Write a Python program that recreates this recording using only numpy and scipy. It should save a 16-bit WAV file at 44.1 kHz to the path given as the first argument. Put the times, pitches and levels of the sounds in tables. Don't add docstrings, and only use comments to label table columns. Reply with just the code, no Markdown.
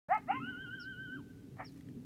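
import sys
import numpy as np
from scipy import signal
from scipy.fft import rfft, irfft
from scipy.io import wavfile

SR = 44100
rng = np.random.default_rng(int(sys.argv[2]) if len(sys.argv) > 2 else 0)


def put_to_file(sound):
    columns = np.atleast_2d(sound).T
    safe = np.clip(columns, -1, 1)
    whole_steps = np.round(safe * 32767)
    wavfile.write(sys.argv[1], SR, whole_steps.astype(np.int16))


def level_to_linear(level):
    exponent = np.asarray(level, float) / 20
    return 10 ** exponent


N = 90404

# (frequency [Hz], spectral level [dB])
AIR_SPECTRUM = [(25, -14), (60, 7.5), (150, 5), (500, -12.5), (1000, -20.5), (3000, -22), (8000, -27.5),
                (15000, -30)]
AIR_DB = -62

# (time [s], level [dB])
WIND_GUSTS = [(0.1, -62.5), (0.158, -65.5), (0.36, -46), (0.452, -43.5), (0.506, -53.5), (0.896, -61),
              (1.038, -51), (1.054, -58.5), (1.14, -48.5), (1.282, -57), (1.31, -58), (1.824, -57),
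              (2.014, -48.5), (2.05, -59)]
# (frequency [Hz], width [Hz], level [dB], share of the gusts' swing [ratio])
HOLLOW_MODES = [(124.6, 44, -1, 0.38), (180.6, 18.7, -7.5, .6), (240.7, 20, -4, 0.82),
                (277.1, 25.9, -1, 0.93), (395.3, 62.5, -10, .4)]

# (time [s], peak level [dB], ring frequency [Hz], crack level [dB])
GRIT_TICKS = [
    (0.147, -55, 2450, 9.5),
    (0.179, -51, 2500, -1.5),
    (1.774, -60, 1480, -12),
    (1.809, -50, 1980, -4),
    (1.887, -47, 1840, -18),
]
# (time [s], level [dB])
RUSTLE_LEVEL = [(1.6, -100), (1.66, -74), (1.78, -71), (1.9, -91), (2.0, -100)]
TICK_T60_S, TICK_RISE_S, TICK_CUT_HZ = 0.01, 0.0005, 9000

# (time from its start [s], frequency [Hz], level [dB])
CHIRP_GLIDE = [(0, 4998, -17), (.006, 5490, -4.5), (.016, 5444, 2.5), (.028, 4910, -2.5), (.04, 4340, -8.5),
               (.056, 3933, -16), (.066, 3850, -28)]
# (time [s], level [dB], echo level [dB], pitch factor [ratio])
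CHIRP_EVENTS = [
    (.794, -55, -6, 1.0),
    (1.642, -58, -17, 1.0155),
]
CHIRP_ECHO_S, CHIRP_ECHO_CUT_HZ = 0.0232, 5100
CHIRP_NEAR_S, CHIRP_NEAR_DB, CHIRP_OCTAVE_DB = 0.009, -21, -27
CHIRP_TAIL_DB, CHIRP_TAIL_T60_S = -8.5, 0.11

# (delay [s], level [dB])
ROCK_ECHOES = [
    (.0092, -10),
    (.0163, -6),
    (.0186, -10.5),
]
# (delay [s], level [dB])
SLOPE_ECHOES = [
    (.09, -27.5),
    (.16, -23),
    (.26, -28.5),
    (.36, -32),
]
ROCK_CUT_HZ, ROCK_SPREAD_S = 2010, 0.001455
CLIFF_S, CLIFF_DB, CLIFF_CUT_HZ = 0.0385, -1, 2850
SLOPE_CUT_HZ, SLOPE_BLUR_S, DISTANCE_CUT_HZ = 1350, 0.15, 3450
TAIL_DB, TAIL_T60_S, TAIL_START_S = -33, 2.04, 0.011

# (time [s], level [dB])
HUFF_LEVEL = [(1.555, -76), (1.585, -53), (1.608, -45), (1.625, -46.5), (1.642, -61.5), (1.66, -91)]
# (frequency [Hz], width [Hz], level [dB])
BREATH_RESONANCES = [(700, 240, 0), (1200, 200, -9), (1780, 260, -4), (2340, 130, -20)]
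HUFF_PULSE_HZ, HUFF_PULSE_DEPTH = 260, 0.43

# (time [s], centre pitch [Hz], level [dB], waver depth [Hz], octave level [dB])
HOWL_GLIDE = [(.394, 1215, -72, 6.2, -24), (.404, 1279, -45, 4.8, -12), (.435, 1417, -45, 25.6, -10),
              (.52, 1490, -47.5, 80.8, -14.5), (.75, 1496, -48.5, 85.6, -16), (.95, 1505, -50, 62, -15),
              (1.155, 1523, -50.5, 49.7, -16), (1.177, 1270, -66, 5, -17), (1.216, 790, -64.5, 5, -40)]
WAVER_HZ, WAVER_TOP_S, WAVER_SKEW_RAD, WAVER_DB = 7.4, 0.76, 0.4, 3.5

# (time [s], main pitch [Hz], level [dB], half-pitch lines [dB], upper lines as the mouth opens [dB])
BARK_GLIDE = [(.084, 530, -68, -1, -6.5), (.092, 581, -46.5, -7.5, -11), (.105, 686, -34.5, -7.5, -4.5),
              (.12, 749, -26.5, 2.5, -7), (.135, 836, -28, 3, 3), (.15, 873.4, -36.5, 3.5, 7),
              (.165, 850, -37.5, -0.5, 0.5), (.178, 686, -49, 0.5, -8), (.192, 550, -67.5, 1, 1)]
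YIP_GLIDE = [(.272, 571.3, -77.5, -17, 6.5), (.287, 665, -46, -17, -1.5), (.3, 754, -31, -11.5, -11),
             (.312, 818, -31.5, 0, -5.5), (.318, 923, -43, 3.5, 3.5), (.335, 977, -49.5, 5, 3),
             (.352, 1025, -46, -1, 2.5), (.374, 1059, -40.5, -13.5, -0.5), (.4, 1048, -49.5, -20, -22)]
# (frequency [Hz], level [dB])
BARK_THROAT = [(350, -40), (800, 8.5), (1300, -2), (1700, 2.5), (2100, -6.5), (2450, -6.5), (2800, -16),
               (3300, -24.5)]
YIP_VOCAL_TRACT = [(400, -22.5), (800, 4.5), (1350, -1), (1650, -9.5), (2050, -4), (2450, -12),
                   (2780, -3.5), (3300, -34.5)]
BARK_LINES = [-10, -0.5, -5.5, -14, -6.5, -12, -17, -13.5, -28.5]
YIP_LINES = [-4, 1.5, 0, -3, -4.5, -0.5, -3, -9, -16]
JITTER, SHIMMER_DB, BREATH_DB = 0.0036, 2, -28

START_S, FADE_S = 0.0835, 0.004


def rms_one(x):
    return x / np.sqrt(np.mean(x ** 2) + 1e-20)


def in_time(rows, shift=0):
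    times, *columns = np.transpose(rows)
    t = np.arange(N) / SR - shift
    running = (t > times[0]) & (t < times[-1])
    return [np.interp(t, times, column) for column in columns] + [running]


def at_hz(points, hz):
    table_hz, level_db = np.transpose(points)
    return np.interp(np.log(hz), np.log(table_hz), level_db)


def drift(rate_hz):
    r = np.exp(-2 * np.pi * rate_hz / SR)
    wander = signal.lfilter([1], [1, -2 * r, r * r], rng.standard_normal(N + SR))
    return rms_one(wander[SR:])


def resonate(x, peaks):
    out = 0
    for k, (hz, width, db) in enumerate(peaks):
        r = np.exp(-np.pi * width * 1.55 / SR)
        b = (1 - r * r) / 2 * np.array([1, 0, -1])
        a = [1, -2 * r * np.cos(2 * np.pi * hz / SR), r * r]
        ringing = signal.lfilter(b, a, signal.lfilter(b, a, x))
        out = out + (-1) ** k * level_to_linear(db) * ringing
    return out


def delayed(x, s):
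    return np.interp(np.arange(N) - s * SR, np.arange(N), x, left=0)


def thin(x, cut_hz, order):
    return signal.sosfilt(signal.butter(order, cut_hz, "high", fs=SR, output="sos"), x)


def scatter(x, db, t60, start, share):
    t = np.arange(SR) / SR
    returns = rng.standard_normal(SR) * (rng.random(SR) < share)
    tail = returns * level_to_linear(-60 * t / t60) * (t > start)
    return signal.fftconvolve(x, tail * level_to_linear(db) / np.sqrt(np.sum(tail ** 2)))[:N]


def air():
    hz = np.maximum(np.arange(N // 2 + 1) * SR / N, 1)
    spectrum = rfft(rng.standard_normal(N)) * level_to_linear(at_hz(AIR_SPECTRUM, hz))
    return level_to_linear(AIR_DB) * rms_one(irfft(spectrum, N))


def wind():
    gust_db, _ = in_time(WIND_GUSTS)
    mean_db = gust_db.mean()
    hum = 0
    for hz, width, mode_db, share in HOLLOW_MODES:
        level_db = mean_db + share * (gust_db - mean_db) + mode_db + 1.62 * drift(9.9)
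        mode = rms_one(resonate(rng.standard_normal(N), [(hz, width, 0)]))
        hum = hum + level_to_linear(level_db) * mode
    return hum


def grit():
    out, t = 0, np.arange(N) / SR
    low_pass = signal.butter(1, TICK_CUT_HZ, fs=SR, output="sos")
    crack = signal.sosfilt(low_pass, thin(rng.standard_normal(N), 1500, order=2))
    for s, db, hz, crack_db in GRIT_TICKS:
        u = np.maximum(t - s, 0)
        ring = np.sin(2 * np.pi * hz * u) + 0.49 * np.sin(2 * np.pi * 1.67 * hz * u)
        envelope = u / (u + TICK_RISE_S) * level_to_linear(db - 60 * u / TICK_T60_S)
        out = out + envelope * (ring + level_to_linear(crack_db) * crack)
    rustle_db, on = in_time(RUSTLE_LEVEL)
    return out + on * level_to_linear(rustle_db + 4.5 * drift(80)) * crack


def bird():
    out = 0
    for s, level_db, echo_db, pitch in CHIRP_EVENTS:
        hz, db, on = in_time(CHIRP_GLIDE, s)
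        phase = 2 * np.pi * np.cumsum(pitch * hz) / SR
        whistle = np.sin(phase) + level_to_linear(CHIRP_OCTAVE_DB) * np.sin(2 * phase)
        chirp = on * np.sqrt(2) * level_to_linear(db + level_db) * whistle
        rock_echo = delayed(thin(chirp, CHIRP_ECHO_CUT_HZ, order=6), CHIRP_ECHO_S)
        near_echo = delayed(chirp, CHIRP_NEAR_S)
        out = out + chirp + level_to_linear(echo_db) * rock_echo + level_to_linear(CHIRP_NEAR_DB) * near_echo
    return out + scatter(out, CHIRP_TAIL_DB, CHIRP_TAIL_T60_S, 0.004, 0.05)


def desert(x):
    direct = signal.sosfilt(signal.cheby2(16, 45, DISTANCE_CUT_HZ, fs=SR, output="sos"), x)
    off_rock = thin(direct, ROCK_CUT_HZ, order=1)
    faces = off_rock + 0.36 * delayed(off_rock, ROCK_SPREAD_S)
    rocks = sum(level_to_linear(db) * delayed(faces, s) for s, db in ROCK_ECHOES)
    cliff = level_to_linear(CLIFF_DB) * delayed(thin(direct, CLIFF_CUT_HZ, order=3), CLIFF_S)
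    off_slope = thin(direct, SLOPE_CUT_HZ, order=3)
    slopes = sum(delayed(scatter(off_slope, db, SLOPE_BLUR_S, 0, 0.01), s) for s, db in SLOPE_ECHOES)
    tail = scatter(off_slope, TAIL_DB, TAIL_T60_S, TAIL_START_S, 0.02)
    return direct + rocks + cliff + slopes + tail


def huff():
    db, on = in_time(HUFF_LEVEL)
    pulse_hz = HUFF_PULSE_HZ * (1 + 0.15 * drift(48.5))
    gate = 1 + HUFF_PULSE_DEPTH * np.sin(2 * np.pi * np.cumsum(pulse_hz) / SR)
    breath = rms_one(resonate(gate ** 2 * rng.standard_normal(N), BREATH_RESONANCES))
    return on * level_to_linear(db + 3.75 * drift(60)) * breath


def howl():
    hz, db, depth_hz, octave_db, on = in_time(HOWL_GLIDE)
    turn = 2 * np.pi * WAVER_HZ * (np.arange(N) / SR - WAVER_TOP_S)
    waver = np.cos(turn - WAVER_SKEW_RAD * np.cos(turn) + WAVER_SKEW_RAD)
    pitch_hz = (hz + depth_hz * waver) * (1 + JITTER * drift(51))
    phase = 2 * np.pi * np.cumsum(pitch_hz) / SR
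    main = level_to_linear(SHIMMER_DB * drift(27)) * np.sin(phase)
    octave = level_to_linear(octave_db + SHIMMER_DB * drift(43)) * np.sin(2 * phase)
    return on * np.sqrt(2) * level_to_linear(db + WAVER_DB * waver) * (main + octave)


def yelp(rows, throat, folds_db):
    main_hz, db, half_db, open_db, on = in_time(rows)
    hz = main_hz / 2 * (1 + JITTER * drift(68))
    phase = 2 * np.pi * np.cumsum(hz) / SR
    main_db = at_hz(throat, 2 * hz)
    lines = 0
    for k, fold_db in enumerate(folds_db, 1):
        line_db = at_hz(throat, k * hz) - main_db + fold_db + SHIMMER_DB * drift(33)
        line_db = line_db + (k % 2) * half_db + (k > 2) * open_db
        lines = lines + level_to_linear(line_db) * np.sin(k * phase + k * k)
    breath = level_to_linear(BREATH_DB) * rms_one(resonate(rng.standard_normal(N), BREATH_RESONANCES))
    return on * level_to_linear(db) * (np.sqrt(2) * lines + breath)


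def scene():
    bark = yelp(BARK_GLIDE, BARK_THROAT, BARK_LINES)
    yip = yelp(YIP_GLIDE, YIP_VOCAL_TRACT, YIP_LINES)
    voice = bark + yip + howl() + huff()
    return (desert(voice) + bird() + grit() + wind() + air())[None]


def roll_off(x):
    return signal.sosfilt(signal.butter(12, 15640, fs=SR, output="sos"), x)


def record(dry):
    opening = np.clip((np.arange(N) / SR - START_S) / FADE_S, 0, 1)
    return roll_off(dry * opening)


dry = scene()
out = record(dry)
put_to_file(out)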